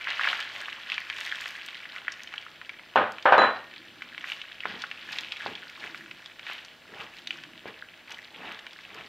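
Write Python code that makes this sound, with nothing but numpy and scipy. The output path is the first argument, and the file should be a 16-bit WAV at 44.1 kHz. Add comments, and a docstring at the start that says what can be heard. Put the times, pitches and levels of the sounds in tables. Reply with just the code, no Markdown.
"""Wet crackles and pops close by, a sizzle that comes and goes, rubs and bumps; further off a clatter and a hum.
A wooden spoon folds pasta through thick sauce in a warm nonstick pan: sauce films and fat bubbles are trains
of tiny swelling tones, raised by each stroke; bumps and slumping pasta excite filtered bursts and crackle.
Across the kitchen something hard is knocked and clatters down: noise bursts, decaying modes and a metal ping.
Steady sines make the appliance hum, filtered noise the room air and a faint drone."""
import sys
import numpy as np
from scipy import signal
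from scipy.fft import rfft, irfft
from scipy.io import wavfile

SR = 44100
rng = np.random.default_rng(int(sys.argv[2]) if len(sys.argv) > 2 else 0)


def to_wav(sig):
    """Store sig (one row per channel, or 1-D mono) as 16-bit WAV at the path in sys.argv[1].

    Samples outside -1..1 are clipped; the rate is SR.
    """
    pcm = np.clip(np.atleast_2d(sig), -1, 1) * 32767
    pcm = np.round(pcm).astype(np.int16)
    wavfile.write(sys.argv[1], SR, pcm.T)  # frames by channels


N = 400428
TIME_S = np.arange(N) / SR
TOP_HZ = 15600  # upper limit of the sound

# Faint low drone swells. Each row: start in seconds, end in seconds, level in dB.
DRONE_SWELLS = [(3.72, 4.255, -59.5), (5.05, 5.28, -58.5), (5.77, 6.17, -56), (7.2, 7.623, -57.5)]
DRONE_REST_DB, DRONE_FADE_S = -67, .12
# Appliance hum. Each row: frequency in Hz, mean level in dB.
HUM_TONES = [(100, -74.5), (162, -76.5), (241, -72), (530, -74.5), (630, -71.5)]

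# Knocks across the kitchen. Each row: start in seconds, level in dB, contact cut-off in Hz,
# low thud in dB relative to the knock.
KNOCKS = [(2.958, -13, 3280, -19), (3.007, -27, 2500, -10), (3.255, -11.5, 2500, -33),
          (3.279, -20.5, 2500, -35), (3.3225, -10, 2530, -26.5), (3.380, -12.5, 3020, -15),
          (3.417, -15, 2500, -20), (3.436, -18.5, 2500, -18)]
# Modes of the knocked body. Each row: frequency in Hz, relative level in dB, t60 in seconds.
KNOCK_MODES = [(408.4, -11, 0.26), (527, 3, .24), (591, 4.5, .28), (634, -4, .2), (748, -7, 0.28),
               (783, 4.5, 0.31), (900, 0, .32), (957, -1, 0.3), (1011, 0, 0.28), (1045, 1, .34),
               (1125, -7, .3), (1177, -1, .25), (1249, 1.5, 0.27), (1333, -2.5, .32), (1470, 2, 0.35),
               (1545, 0.5, .28), (1622, 2, .16), (1752, -3.5, 0.32)]
# Metal ping modes. Each row: frequency in Hz, relative level in dB, t60 in seconds.
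PING_MODES = [(1847, -10.5, .8), (3985, 1, 0.34), (6930, -29, 0.26), (7060, -29.5, 0.16)]
PING_START_S, PING_DB = 3.381, -18

# Early reflections from pan floor, pan wall and hob. Each row: delay in seconds, level in dB.
REFLECTIONS = [(.0013, -39), (.0027, -23), (.0044, -27), (.0069, -23)]

# Pasta heaps slumping. Each row: centre in seconds, Gaussian half width in seconds, level in dB.
SLUMPS = [(4.725, .045, -58), (5.499, .04, -59), (5.86, 0.037, -66), (6.982, 0.063, -63),
          (7.683, 0.031, -62.5), (8.45, 0.075, -62.5), (8.986, 0.055, -65.5)]
# Spoon bumps on the pan, the last row a heap of pasta tumbling down. Each row: start in seconds, relative level
# in dB, # contact pitch in Hz, relative pan rumble in dB.
BUMPS = [(4.6553, -10, 1310, -36.5), (4.762, -39, 900, -44), (5.4621, -14.5, 870, -35.5),
         (6.499, -22, 1200, -62), (6.928, -44, 233, -54), (7.6564, -24.5, 474, -42.5),
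         (8.444, -41, 350, -49)]
# Sharpest spits of fat. Each row: start in seconds, relative level in dB.
SPITS = [(.403, -30), (1.003, -39.5), (1.262, -34), (1.507, -38), (1.662, -33), (2.234, -35.5),
         (3.1203, -39.5), (5.2086, -38), (8.945, -39)]
# Large air pockets popping. Each row: start in seconds, relative level in dB, pitch in Hz, cycles to peak.
LARGE_POPS = [(.072, -14, 1640, 1.16), (.104, -18, 3300, 0.51), (.195, -12, 1430, 0.86),
              (.212, -11, 1670, 0.76), (.235, -13, 2440, 1), (.244, -10.5, 2000, 0.8),
              (.252, -12, 1610, .85), (.274, -8.5, 1571, 0.74), (.288, -11, 2750, 1.3),
              (.330, -9, 1800, 0.56), (.683, -19, 1510, .68), (.728, -20, 2750, 2.26),
              (.9, -15.5, 2680, 0.61), (.919, -13, 2580, 1.7), (0.98, -12, 2310, 0.91),
              (1.1, -13.5, 2420, 0.42), (1.211, -16.5, 2420, 0.49), (1.317, -18.5, 2820, .87),
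              (1.458, -16, 2100, .35), (1.686, -20.5, 2240, .44), (1.855, -24, 1930, .97),
              (2.0812, -11.5, 1795, 1.55), (2.121, -25, 4970, 1), (2.274, -24.5, 2590, .63),
              (2.339, -18, 1970, 0.49), (2.38, -20.5, 2900, 2.4), (2.465, -27.5, 1360, 1.36),
              (2.615, -23, 1970, 0.75), (2.694, -19, 2370, 0.94), (2.795, -28.5, 1981, .8),
              (3.184, -21.5, 2260, 0.81), (3.226, -26, 3488, .73), (4.021, -18, 2030, 0.57),
              (4.179, -19, 2250, 0.78), (4.242, -17.5, 1800, 0.83), (4.3, -20, 2580, 1.65),
              (4.319, -17, 2790, 2.1), (4.416, -21.5, 2800, 1.1), (4.605, -22, 2780, 2.3),
              (4.82, -19.5, 3630, .41), (4.839, -16, 1490, 0.65), (4.914, -17, 2280, .8),
              (5.129, -18.5, 3140, .6), (5.186, -12, 3070, .72), (5.321, -15, 2970, 1.4),
              (5.553, -24, 3240, 2.5), (5.84, -23.5, 2120, .96), (5.946, -20.5, 1930, 0.65),
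              (6.112, -21.5, 2490, .75), (6.26, -24.5, 3430, 0.72), (6.395, -23.5, 2300, .4),
              (6.467, -20.5, 2330, .56), (6.649, -30, 4500, .66), (7.273, -16, 3120, 0.42),
              (7.307, -14, 2640, 1.46), (7.437, -23.5, 2700, .39), (7.824, -26, 1570, 1.36),
              (8.121, -29.5, 4930, 0.94), (8.591, -24, 2420, .41), (8.667, -21.5, 2300, .42),
              (8.732, -29, 3200, .3), (8.789, -29.5, 1990, 1.4)]

# Spoon strokes. Each row: hardest push in seconds, rise in seconds, fall in seconds (both to 1/e),
# then relative levels in dB of wet crackle, sizzle, rubbing.
STROKES = [(0.089, .03, 0.082, -33, -69, -46), (0.274, 0.081, 0.11, -28.5, -49.5, -41.5),
           (.56, 0.078, .14, -43.5, -57.5, -48), (0.931, 0.053, .045, -36.5, -68, -59),
           (1.23, .1, 0.16, -38.5, -52.5, -53), (1.42, 0.049, .17, -43, -54.5, -57),
           (1.96, .03, 0.044, -42, -58.5, -57), (2.37, 0.028, 0.031, -46.5, -69, -68),
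           (4.295, .05, 0.081, -38, -55, -56), (4.67, 0.028, 0.12, -38.5, -63, -55),
           (4.81, .02, .04, -43, -62, -64), (5.17, 0.12, 0.073, -38, -56, -53),
           (5.465, 0.15, .06, -40, -58.5, -52.5), (5.85, .06, .05, -42, -59, -48.5),
           (5.97, .025, 0.051, -47.5, -59, -70), (6.5, 0.043, 0.089, -37, -59, -53.5),
           (7.01, 0.06, 0.049, -44, -59, -44), (7.18, 0.055, 0.033, -47.5, -60.5, -73),
           (7.33, .03, .1, -49.5, -61, -57), (7.68, .025, 0.031, -46, -68, -48),
           (8.109, .025, .06, -43, -62, -52), (8.48, 0.087, 0.083, -46.5, -65, -44),
           (8.985, 0.06, 0.046, -46.5, -72, -47)]
STROKE_SHAPE = 1.2  # 1 = pointed peak, 2 = rounded
# The pan left to itself. Each row: time in seconds, then relative levels in dB of wet crackle, sizzle.
SIMMER = [(0, -42, -61), (1.6, -44.5, -63.5), (2.3, -49, -74), (2.9, -51.5, -81), (4.1, -49, -73),
          (5.6, -47.5, -65), (6.3, -51.5, -68), (7.9, -53.5, -77), (9.08, -50.5, -67)]
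RUB_REST_DB = -65  # pasta shifting on the coating between strokes

# Chance pops: level is relative to the wet crackle, pitch and length are mid values.
SMALL_POPS_PER_S, SMALL_POP_DB, SMALL_POP_HZ, SMALL_POP_CYCLES = 22, 15, 2500, .9
SMALL_POP_SCATTER_DB, SMALL_POP_SCATTER_OCTAVES = 3.5, 0.41
SMALL_SPITS_PER_S, SMALL_SPIT_DB = 3.6, 20.5  # level is relative to the sizzle

# Spectrum of the room air. Each row: frequency in Hz, relative level in dB.
ROOM_SPECTRUM = [(25, -14), (50, -0.5), (80, -4.5), (120, -0.5), (250, -1.5), (400, 1), (700, 2),
                 (1500, -15.5), (4000, -1.5), (9000, -30), (15500, -28)]
# Spectrum of the drone. Each row: frequency in Hz, relative level in dB.
DRONE_SPECTRUM = [(80, -23.5), (160, -1.5), (210, -1.5), (290, -0.5), (340, 5), (400, -14.5), (800, -41.5)]
# Spectrum of each channel's noise. Each row: frequency in Hz, relative level in dB.
HISS_SPECTRUM = [(30, 4), (120, 7.5), (400, 10), (2500, 0.5), (5000, -1), (8500, -0.5), (10000, -8.5),
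                 (11500, -1.5), (15500, -6)]
# Spectrum of a knock's noise. Each row: frequency in Hz, relative level in dB.
KNOCK_SPECTRUM = [(60, -30), (150, -42), (330, -14.5), (430, -7), (520, -0.5), (1000, 0.5), (1600, 0),
                  (2100, -9), (2900, -9.5), (3800, -15.5), (4600, -26.5), (7000, -38), (15000, -42)]
# Spectrum of a knock's thud. Each row: frequency in Hz, relative level in dB.
THUD_SPECTRUM = [(30, -30), (70, -14), (115, 3), (160, -15.5), (210, 5.5), (260, 2.5), (340, 2), (450, 1.5),
                 (900, -57)]
# Spectrum of slumping pasta, also of the dull part of a bump. Each row: frequency in Hz, relative level in dB.
SLUMP_SPECTRUM = [(40, -26), (80, -11), (120, -4.5), (160, -5.5), (210, -0.5), (290, -5.5), (420, -1),
                  (600, -7.5), (1200, -13), (4000, -46)]
# Pan response to rubbing and rumble. Each row: frequency in Hz, relative level in dB.
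PAN_SPECTRUM = [(40, -29), (120, -20), (220, -14.5), (330, -7.5), (480, -6), (620, 1.5), (800, 3.5),
                (1300, 2.5), (2200, 2.5), (3700, -4.5), (4800, -24), (9000, -60)]
# Spectrum of the sizzle. Each row: frequency in Hz, relative level in dB.
SIZZLE_SPECTRUM = [(1000, -21), (3000, 9.5), (5000, 7.5), (7000, 3.5), (9000, -5.5), (10000, -13),
                   (11500, -4), (15500, -14)]
# Spectrum of the wet crackle. Each row: frequency in Hz, relative level in dB.
WET_SPECTRUM = [(200, -26.5), (500, -17.5), (850, -13), (1200, -5.5), (1650, 2), (2200, -0.5), (2900, 1),
                (3600, -5), (4500, -12), (6000, -24), (8000, -41.5), (14000, -37)]


def gain(db):
    """Decibels to amplitude factor."""
    return 10 ** (np.asarray(db) / 20)


def unit_rms(x):
    """Scale to rms 1."""
    return x / np.sqrt(np.mean(x ** 2))


def noise(size):
    """White Gaussian noise."""
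    return rng.standard_normal(size)


def add(out, start_s, x):
    """Mix x into out from start_s, clipped at the end."""
    i = max(int(start_s * SR), 0)
    out[i:i + len(x)] += x[:max(len(out) - i, 0)]


def decay(t, t60_s):
    """Exponential decay by 60 dB in t60_s."""
    return np.exp(-np.log(1000) * t / t60_s)


def colour(x, spectrum, size=2048):
    """Minimum-phase filter with the given spectrum; white noise keeps its level."""
    hz, db = np.transpose(spectrum)
    bins_hz = np.fft.rfftfreq(size, 1 / SR)
    response = unit_rms(gain(np.interp(np.log(bins_hz + 1), np.log(hz), db)))
    # fold the cepstrum to make the filter causal
    cepstrum = irfft(np.log(response))
    cepstrum[1:size // 2] *= 2
    cepstrum[size // 2 + 1:] = 0
    impulse = irfft(np.exp(rfft(cepstrum)))
    return signal.fftconvolve(x, impulse)[:len(x)]


def two_pole(x, hz, kind="low"):
    """Two-pole low-pass or high-pass."""
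    return signal.sosfilt(signal.butter(2, min(hz, SR / 3), kind, fs=SR, output="sos"), x)


def wander(rate_hz):
    """Random values at rate_hz joined by straight lines."""
    knots = noise(int(TIME_S[-1] * rate_hz) + 2)
    return np.interp(TIME_S * rate_hz, np.arange(len(knots)), knots)


def pop(hz, cycles):
    """A small cavity opens: its tone swells for the given cycles, then dies."""
    turn = np.arange(int(6 * cycles * SR / hz) + 2) * hz / SR
    envelope = (turn / cycles * np.exp(1 - turn / cycles)) ** 2
    return envelope * np.sin(2 * np.pi * turn)


def crackle(rate, spread_db, low_hz, high_hz, cycles, busy=0.99, patchy_db=0., count=28):
    """Random tiny pops, mostly weak, rate per second over all bands; share `busy` survives at steady power."""
    out = np.zeros(N)
    busy = np.clip(busy * np.ones(N), .05, 1)
    for band, hz in enumerate(np.geomspace(low_hz, high_hz, count)):
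        if band % 4 == 0:
            patch = gain(patchy_db * wander(22))  # cavities of like size open in clusters
        when, strength, sign, luck = rng.random((int(rate * TIME_S[-1] / count), 4)).T
        at = (when * N).astype(int)
        size = patch[at] * gain(-spread_db * np.log(.05 + .95 * strength))
        kept = (luck < busy[at]) / np.sqrt(busy[at])
        train = np.bincount(at, size * np.sign(sign - .5) * kept, N)
        shape = pop(hz, cycles * 2 ** rng.uniform(-0.36, 0.72))
        out += hz * signal.oaconvolve(train, shape)[:N]  # hz evens out the spectrum
    return unit_rms(out)


def background():
    """Room air and a low drone are filtered noise; the hum is sines wavering in level and phase."""
    hum = np.zeros(N)
    for hz, db in HUM_TONES:
        level = gain(db + 2 * wander(2.7)) * np.sqrt(2)
        hum += level * np.sin(2 * np.pi * hz * TIME_S + .5 * wander(1.73))
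    swell = np.zeros(N)
    for start_s, end_s, db in DRONE_SWELLS:
        inside_s = np.minimum(TIME_S - start_s, end_s - TIME_S)
        swell += gain(db) * np.clip(.5 + inside_s / DRONE_FADE_S, 0, 1)
    drone = colour(noise(N), DRONE_SPECTRUM) * np.hypot(swell, gain(DRONE_REST_DB))
    return hum + drone + gain(-60) * colour(noise(N), ROOM_SPECTRUM)


def ring(modes, t, scatter_db):
    """Decaying modes; each blow shares its force among them differently."""
    out = np.zeros(len(t))
    for hz, db, t60_s in modes:
        level = gain(db + scatter_db * rng.standard_normal())
        out += level * decay(t, t60_s) * np.sin(2 * np.pi * (hz * t + rng.random()))
    return out


def clatter():
    """Distant blows: a crack, the body's modes, a thud, and the kitchen's dense echo as decaying noise."""
    out, t = np.zeros(N), TIME_S[:SR]
    for start_s, db, cutoff_hz, thud_db in KNOCKS:
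        blow = colour(noise(SR) * gain(-2.0) * decay(t, 0.39), KNOCK_SPECTRUM)
        blow += gain(-12.5) * ring(KNOCK_MODES, t, scatter_db=1.5)
        add(blow, 0, gain(10) * pop(hz=900, cycles=0.61))
        thud = two_pole(colour(noise(SR) * decay(t, 0.38), THUD_SPECTRUM), 70, "high")
        add(out, start_s, gain(db) * (two_pole(blow, cutoff_hz) + gain(thud_db) * thud))
    return two_pole(out, 110, "high")


def ping():
    """Metal modes ring out in the clatter, their onset held back as the room builds up."""
    out, t = np.zeros(N), TIME_S[:SR]
    tone = sum(gain(db) * decay(t, t60_s) * np.sin(2 * np.pi * hz * t) for hz, db, t60_s in PING_MODES)
    buildup = 1 - 0.65 * decay(t, 0.28)
    add(out, PING_START_S, gain(PING_DB) * tone * buildup)
    return out


def kitchen(x):
    """Quick reflections, scatter from nearby things, then the tail of a small hard room."""
    t = TIME_S[:SR // 2]
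    near = noise(len(t)) * decay(t, 0.033) * (t > .003)
    far = two_pole(noise(len(t)) * decay(t, 0.64) * (t > .006), 8900)
    echo = gain(-14.5) * near / np.linalg.norm(near)
    echo += gain(-14.0) * far / np.linalg.norm(far)
    for delay_s, db in REFLECTIONS:
        add(echo, delay_s, gain([db]))
    return x + signal.fftconvolve(x, echo)[:N]


def slumps():
    """Soft tubes land on each other in a quick run of dull pats."""
    swell = sum(gain(db) * np.exp(-((TIME_S - s) / half_s) ** 2 / 2) for s, half_s, db in SLUMPS)
    pats = crackle(rate=700, spread_db=4, low_hz=69.5, high_hz=1200, cycles=0.97)
    return colour(swell * pats, SLUMP_SPECTRUM)


def effort(rest_db, column):
    """Level in dB of one stirring sound: each stroke swells and dies over the resting level."""
    power = gain(rest_db) ** 2
    for peak_s, rise_s, fall_s, *levels_db in STROKES:
        away = np.maximum((peak_s - TIME_S) / rise_s, (TIME_S - peak_s) / fall_s)
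        near = away < 6
        push = np.zeros(N)
        push[near] = gain(levels_db[column]) * np.exp(-away[near] ** STROKE_SHAPE)
        power = power + push ** 2
    return 10 * np.log10(power)


def spoon(rub_db):
    """Wood slips and catches on the coating and bumps the pan, which the food damps."""
    rub = crackle(rate=3000, spread_db=2.0, low_hz=118.0, high_hz=4190, cycles=1.28, patchy_db=1.0)
    force = rub * gain(rub_db - 3)
    taps, t = np.zeros(N), TIME_S[:SR // 2]
    for start_s, db, hz, rumble_db in BUMPS:
        add(taps, start_s, gain(db) * pop(hz, cycles=0.41))
        add(force, start_s, gain(rumble_db) * noise(len(t)) * decay(t, 0.13))
        dull = colour(noise(len(t)) * decay(t, .35), SLUMP_SPECTRUM)
        add(taps, start_s, gain(rumble_db - 15.0) * dull)
    return colour(force, PAN_SPECTRUM) + two_pole(taps, 110, "high")


def sizzle(sizzle_db):
    """Tiny steam bubbles of like size burst in the fat; now and then one spits."""
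    bubbles = crackle(rate=1400, spread_db=2.5, low_hz=2000, high_hz=15000, cycles=.5)
    fizz = bubbles * gain(sizzle_db)
    t = TIME_S[:SR // 200]
    at = rng.integers(0, N, int(SMALL_SPITS_PER_S * TIME_S[-1]))
    small_spits = list(zip(TIME_S[at], sizzle_db[at] + SMALL_SPIT_DB))
    for start_s, db in SPITS + small_spits:
        add(fizz, start_s + 0.00051, gain(db + 4.0) * noise(len(t)) * decay(t, 0.0054))
    return colour(fizz, SIZZLE_SPECTRUM)


def small_pops(wet_db):
    """Chance pops, louder as the sauce is worked harder: rows like those of LARGE_POPS."""
    when, size, pitch, length = rng.uniform(-1, 1, (int(SMALL_POPS_PER_S * TIME_S[-1]), 4)).T
    at = ((when + 1) / 2 * N).astype(int)
    db = wet_db[at] + SMALL_POP_DB + SMALL_POP_SCATTER_DB * size
    hz = SMALL_POP_HZ * 2 ** (SMALL_POP_SCATTER_OCTAVES * pitch)
    cycles = SMALL_POP_CYCLES * 2 ** length
    return list(zip(TIME_S[at], db, hz, cycles))


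def pops(wet_db):
    """Air pockets open: a tick as the film snaps, the pop, and a short wet flutter at the same pitch."""
    out, t = np.zeros(N), TIME_S[:SR // 25]
    for start_s, db, hz, cycles in LARGE_POPS + small_pops(wet_db):
        flutter = noise(len(t)) * decay(t, 0.021)
        flutter = unit_rms(signal.fftconvolve(flutter, pop(hz, cycles=0.6)))
        tick = two_pole(noise(len(t)) * decay(t, 0.017), 3470)
        add(out, start_s - cycles / hz / 2, gain(db - 0.5) * pop(hz, cycles))
        add(out, start_s + 1 / hz, gain(db - 24.5) * flutter)
        add(out, start_s, gain(db - 24.5) / cycles * tick)
    return two_pole(out, 820, "high")


def sauce(wet_db):
    """Sticky films tear, more densely the harder they are stirred, over a bed of finer crackle."""
    busy = gain(wet_db + 33.5)
    coarse = crackle(rate=1900, spread_db=5.5, low_hz=609, high_hz=7770, cycles=1.0, busy=busy, patchy_db=4)
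    fine = crackle(rate=6000, spread_db=2.5, low_hz=300, high_hz=12850, cycles=0.58, patchy_db=2.5)
    films = gain(-3.5) * coarse + gain(-3.0) * fine
    return colour(films, WET_SPECTRUM) * gain(wet_db - 2.5)


def scene():
    """The pan close by, the clatter and the room further off; all reach both channels alike."""
    simmer_s, *columns_db = np.transpose(SIMMER)
    resting_db = [np.interp(TIME_S, simmer_s, c) for c in columns_db] + [RUB_REST_DB]
    wet_db, sizzle_db, rub_db = (effort(rest_db, k) for k, rest_db in enumerate(resting_db))
    pan = sauce(wet_db) + pops(wet_db) + sizzle(sizzle_db) + spoon(rub_db) + slumps()
    return np.tile(kitchen(pan) + clatter() + ping() + background(), (2, 1))


def record(dry):
    """Each channel adds its own faint noise; the loudest peaks are rounded and the top is cut."""
    hiss = gain(-65.0) * np.array([colour(noise(N), HISS_SPECTRUM) for _ in range(2)])
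    rounded = np.tanh(1.019 * dry) / 1.191
    top_cut = signal.ellip(8, .2, 70, TOP_HZ, fs=SR, output="sos")
    return signal.sosfilt(top_cut, rounded + hiss)


dry = scene()
out = record(dry)
to_wav(out)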